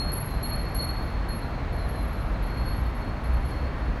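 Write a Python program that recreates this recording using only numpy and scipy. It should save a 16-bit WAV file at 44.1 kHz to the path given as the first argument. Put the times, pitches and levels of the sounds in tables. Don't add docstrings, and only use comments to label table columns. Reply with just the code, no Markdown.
import sys
import numpy as np
from scipy import signal
from scipy.io import wavfile

SR = 44100
rng = np.random.default_rng(int(sys.argv[2]) if len(sys.argv) > 2 else 0)


def log_audio(samples):
    frames = np.atleast_2d(samples).T
    limited = np.clip(frames, -1, 1)
    pcm = np.round(limited * 32767).astype(np.int16)
    wavfile.write(sys.argv[1], SR, pcm)


N = 176400
TIME = np.arange(N) / SR

# (time [s], bell, tone level [dB], overtone level [dB], tick level [dB], lean [dB])
STRIKES = [ (-.01, "bright", -37, -49.5, -72, -8), (0.118, "bright", -40.5, -33.5, -49, 5),
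           (.27, "deep", -53.5, -54.5, -58, 1), (.305, "bright", -51, -66, -51, 11),
           (.428, "bright", -37.5, -37.5, -49, -7.5), (.485, "bright", -34.5, -63, -49, -13),
           (.59, "bright", -44, -45, -66, 11), (0.746, "bright", -38.5, -37, -47, 3),
           (0.784, "bright", -32, -53, -64, 13), (.88, "bright", -43, -73, -72, -20),
           (1.02, "deep", -64, -56, -57, 2), (1.284, "bright", -44.5, -48, -56, -5.5),
           (1.412, "deep", -57, -72, -72, -12), (1.724, "bright", -53, -58, -68, -6),
           (1.784, "deep", -55, -55.5, -70, 0), (1.885, "bright", -55, -52, -56, -3),
           (2.009, "bright", -72, -52.5, -62, 5), (2.131, "bright", -58, -56, -62.5, -1),
           (2.189, "deep", -64, -60, -69, -1), (2.424, "bright", -53.5, -52.5, -59, 2),
           (2.495, "bright", -51, -70, -68, -3), (2.572, "bright", -47, -56, -69, -15),
           (2.655, "bright", -46, -46.5, -70, 10), (2.85, "bright", -55, -74, -59, 16),
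           (2.947, "bright", -55.5, -57.5, -69, 5), (3.01, "bright", -51, -72, -72, -2),
           (3.237, "bright", -54.5, -56.5, -59, -4), (3.33, "bright", -54, -66, -70, -3),
           (3.446, "bright", -56, -55.5, -66, -2), (3.505, "bright", -50, -66, -63, -4),
           (3.65, "bright", -55, -78, -67, -2), (3.78, "deep", -76, -68, -73, 5),
           (3.82, "bright", -57, -83, -72, -6)]


def from_db(db):
    return 10 ** (np.asarray(db) / 20)


def rms_one(x):
    return x / np.sqrt(np.mean(x ** 2) + 1e-20)


def drift(rate_hz):
    step, warm_up = 40, 2000
    pole = np.exp(-2 * np.pi * step * rate_hz / SR)
    noise = rng.standard_normal(N // step + warm_up + 2)
    slow = signal.lfilter([1], [1, -2 * pole, pole * pole], noise)[warm_up:]
    return np.interp(np.arange(N) / step, np.arange(len(slow)), rms_one(slow))


def sine(hz):
    return np.sqrt(2) * np.sin(2 * np.pi * (np.cumsum(hz) / SR + rng.random()))


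def blurred_tone(hz, spread_hz):
    phase = 2 * np.pi * hz * TIME
    return drift(spread_hz) * np.cos(phase) + drift(spread_hz) * np.sin(phase)


def banded_noise(spectrum, flicker_db):
    hz, db = np.transpose(spectrum)
    edges = 18 * 2 ** (np.arange(41) / 4)
    white, out = rng.standard_normal((2, N + SR)), 0
    for k, (low, high) in enumerate(zip(edges, edges[1:])):
        if high > hz[0]:
            band_pass = signal.butter(2, [low, high], "band", fs=SR, output="sos")
            band = signal.sosfilt(band_pass, white[k % 2])[SR:]
            band_db = np.interp(np.log(low * high) / 2, np.log(hz), db)
            out = out + band * from_db(band_db + flicker_db * drift(3))
    return rms_one(out)


def ring_down(times, levels_db, fade_s, rise_s):
    hits = np.zeros(N + SR)
    np.add.at(hits, ((np.asarray(times) + 1) * SR).astype(int), from_db(levels_db) ** 2)
    fall = from_db(-120 / (fade_s * SR))
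    energy = signal.lfilter([1], [1, -fall], hits + 1e-22)
    smoothing = np.exp(-1 / (rise_s * SR))
    return signal.lfilter([1 - smoothing], [1, -smoothing], np.sqrt(energy))[SR:]


def traffic():
    # (frequency [Hz], relative level [dB per Hz])
    rumble_spectrum = [(20, -14.5), (38, -1.5), (55, -2), (90, -8.5), (140, -11.5), (180, -16.5),
                       (280, -17.5), (380, -24.5), (480, -24), (630, -23), (1150, -26.5), (2100, -33),
                       (3200, -44.5), (4100, -45), (5000, -54), (5800, -55.5), (7800, -69), (10000, -62),
                       (16000, -73)]
    swell_spectrum = [(500, -17), (600, -1), (720, 3), (900, -14), (1400, -60)]
    rumble = from_db(-28.5) * banded_noise(rumble_spectrum, flicker_db=0.54)
    swell_shape = np.exp(-((TIME - 1.888) / 0.16) ** 2)
    swell = from_db(-42) * swell_shape * banded_noise(swell_spectrum, flicker_db=0.54)
    whine = from_db(-57) * sine(1109 + 4.14 * drift(8.3))
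    return rumble + swell + whine


def engine():
    # (time [s], firing rate [Hz], level [dB])
    climb = [(0, 46.14, -42), (.8, 47.86, -38), (.95, 49.13, -34.5), (1.35, 49.63, -40), (1.55, 49.64, -37),
             (2.5, 52.06, -34), (2.61, 54.9, -26.5), (2.73, 53.7, -46), (2.84, 53.9, -26.5),
             (3.15, 58, -49), (3.24, 57.76, -27.5), (3.35, 60.4, -22.5), (3.5, 64, -39),
             (3.65, 65.6, -26.5), (3.78, 64.2, -45)]
    times, hz, db = np.transpose(climb)
    level_db = np.interp(TIME, times, db) + 2.2 * drift(21)
    firing_hz = np.interp(TIME, times, hz) + 2.55 * drift(8.6)
    return from_db(level_db) * sine(firing_hz)


def clapper_ticks():
    # (frequency [Hz], relative level [dB per Hz])
    tick_spectrum = [(3000, -17), (6000, -1), (9000, -6), (11500, 1), (13000, 0), (16000, -5)]
    times, db = np.transpose([(time, tick_db) for time, _, _, _, tick_db, _ in STRIKES])
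    crack = ring_down(times, db, fade_s=0.034, rise_s=0.00048)
    tail = ring_down(times, db - 9, fade_s=0.31, rise_s=0.017)
    return (crack + tail) * banded_noise(tick_spectrum, flicker_db=5)


def doppler(swing_m_per_s):
    sound_m_per_s = 343
    return 1 + swing_m_per_s * drift(3.5) / sound_m_per_s


def pergola_paths(echoes):
    direct = (0, 1, doppler(0.249))
    echo_gain = from_db(-4) / np.sqrt(echoes)
    return [direct] + [(delay, echo_gain, doppler(0.65)) for delay in np.linspace(0.026, 0.093, echoes)]


def bells():
    # (bell, "tone" or "overtone", pitch [Hz], gap between twins [Hz], level [dB], time to fade 60 dB [s])
    modes = [ ("bright", "tone", 4309, 40, 0, 0.41), ("bright", "overtone", 11262, 35, 0, 0.47),
             ("bright", "overtone", 10912, 86, -31, 2.0), ("bright", "overtone", 10075, 30, -28, .5),
             ("bright", "overtone", 11580, 88, -34, .5), ("bright", "overtone", 12430, 20, -37, .5),
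             ("deep", "tone", 4146, 17, 0, 2.66), ("deep", "overtone", 11103, 75, 0, 0.43)]
    rise_s = {"tone": 0.0058, "overtone": 0.0026}
    twins = (-1, 1)
    paths = {(bell, twin): pergola_paths(echoes=4) for bell in ("bright", "deep") for twin in twins}
    out = np.zeros(N)
    for bell, kind, hz, gap_hz, mode_db, fade_s in modes:
        hits = [(time, *levels) for time, name, *levels in STRIKES if name == bell]
        times, tone_db, overtone_db, _, lean_db = np.transpose(hits)
        hit_db = (tone_db if kind == "tone" else overtone_db) + mode_db
        turn_db = 5.5 * drift(3)
        for twin in twins:
            share_db = -10 * np.log10(1 + from_db(-twin * lean_db) ** 2)
            facing = np.sqrt(2 / (1 + from_db(2 * twin * turn_db) ** 2))
            strength = facing * ring_down(times, hit_db + share_db, fade_s, rise_s[kind])
            twin_hz = hz + twin * gap_hz / 2
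            for delay, gain, pitch_factor in paths[bell, twin]:
                delayed = np.interp(TIME - delay, TIME, strength)
                out += gain * delayed * sine(twin_hz * pitch_factor)
        if kind == "tone":
            roof_ring = ring_down(times, hit_db - 13, fade_s=1.76, rise_s=0.017)
            out += roof_ring * blurred_tone(hz, spread_hz=36)
        else:
            chatter = ring_down(times, hit_db - 3, fade_s=0.26, rise_s=0.0089)
            out += chatter * blurred_tone(hz, spread_hz=90)
    return out


def scene():
    return (traffic() + engine() + clapper_ticks() + bells())[None]


def record(dry):
    cutoff_hz = 15750
    return signal.sosfilt(signal.ellip(10, .1, 90, cutoff_hz, fs=SR, output="sos"), dry)


dry = scene()
out = record(dry)
log_audio(out)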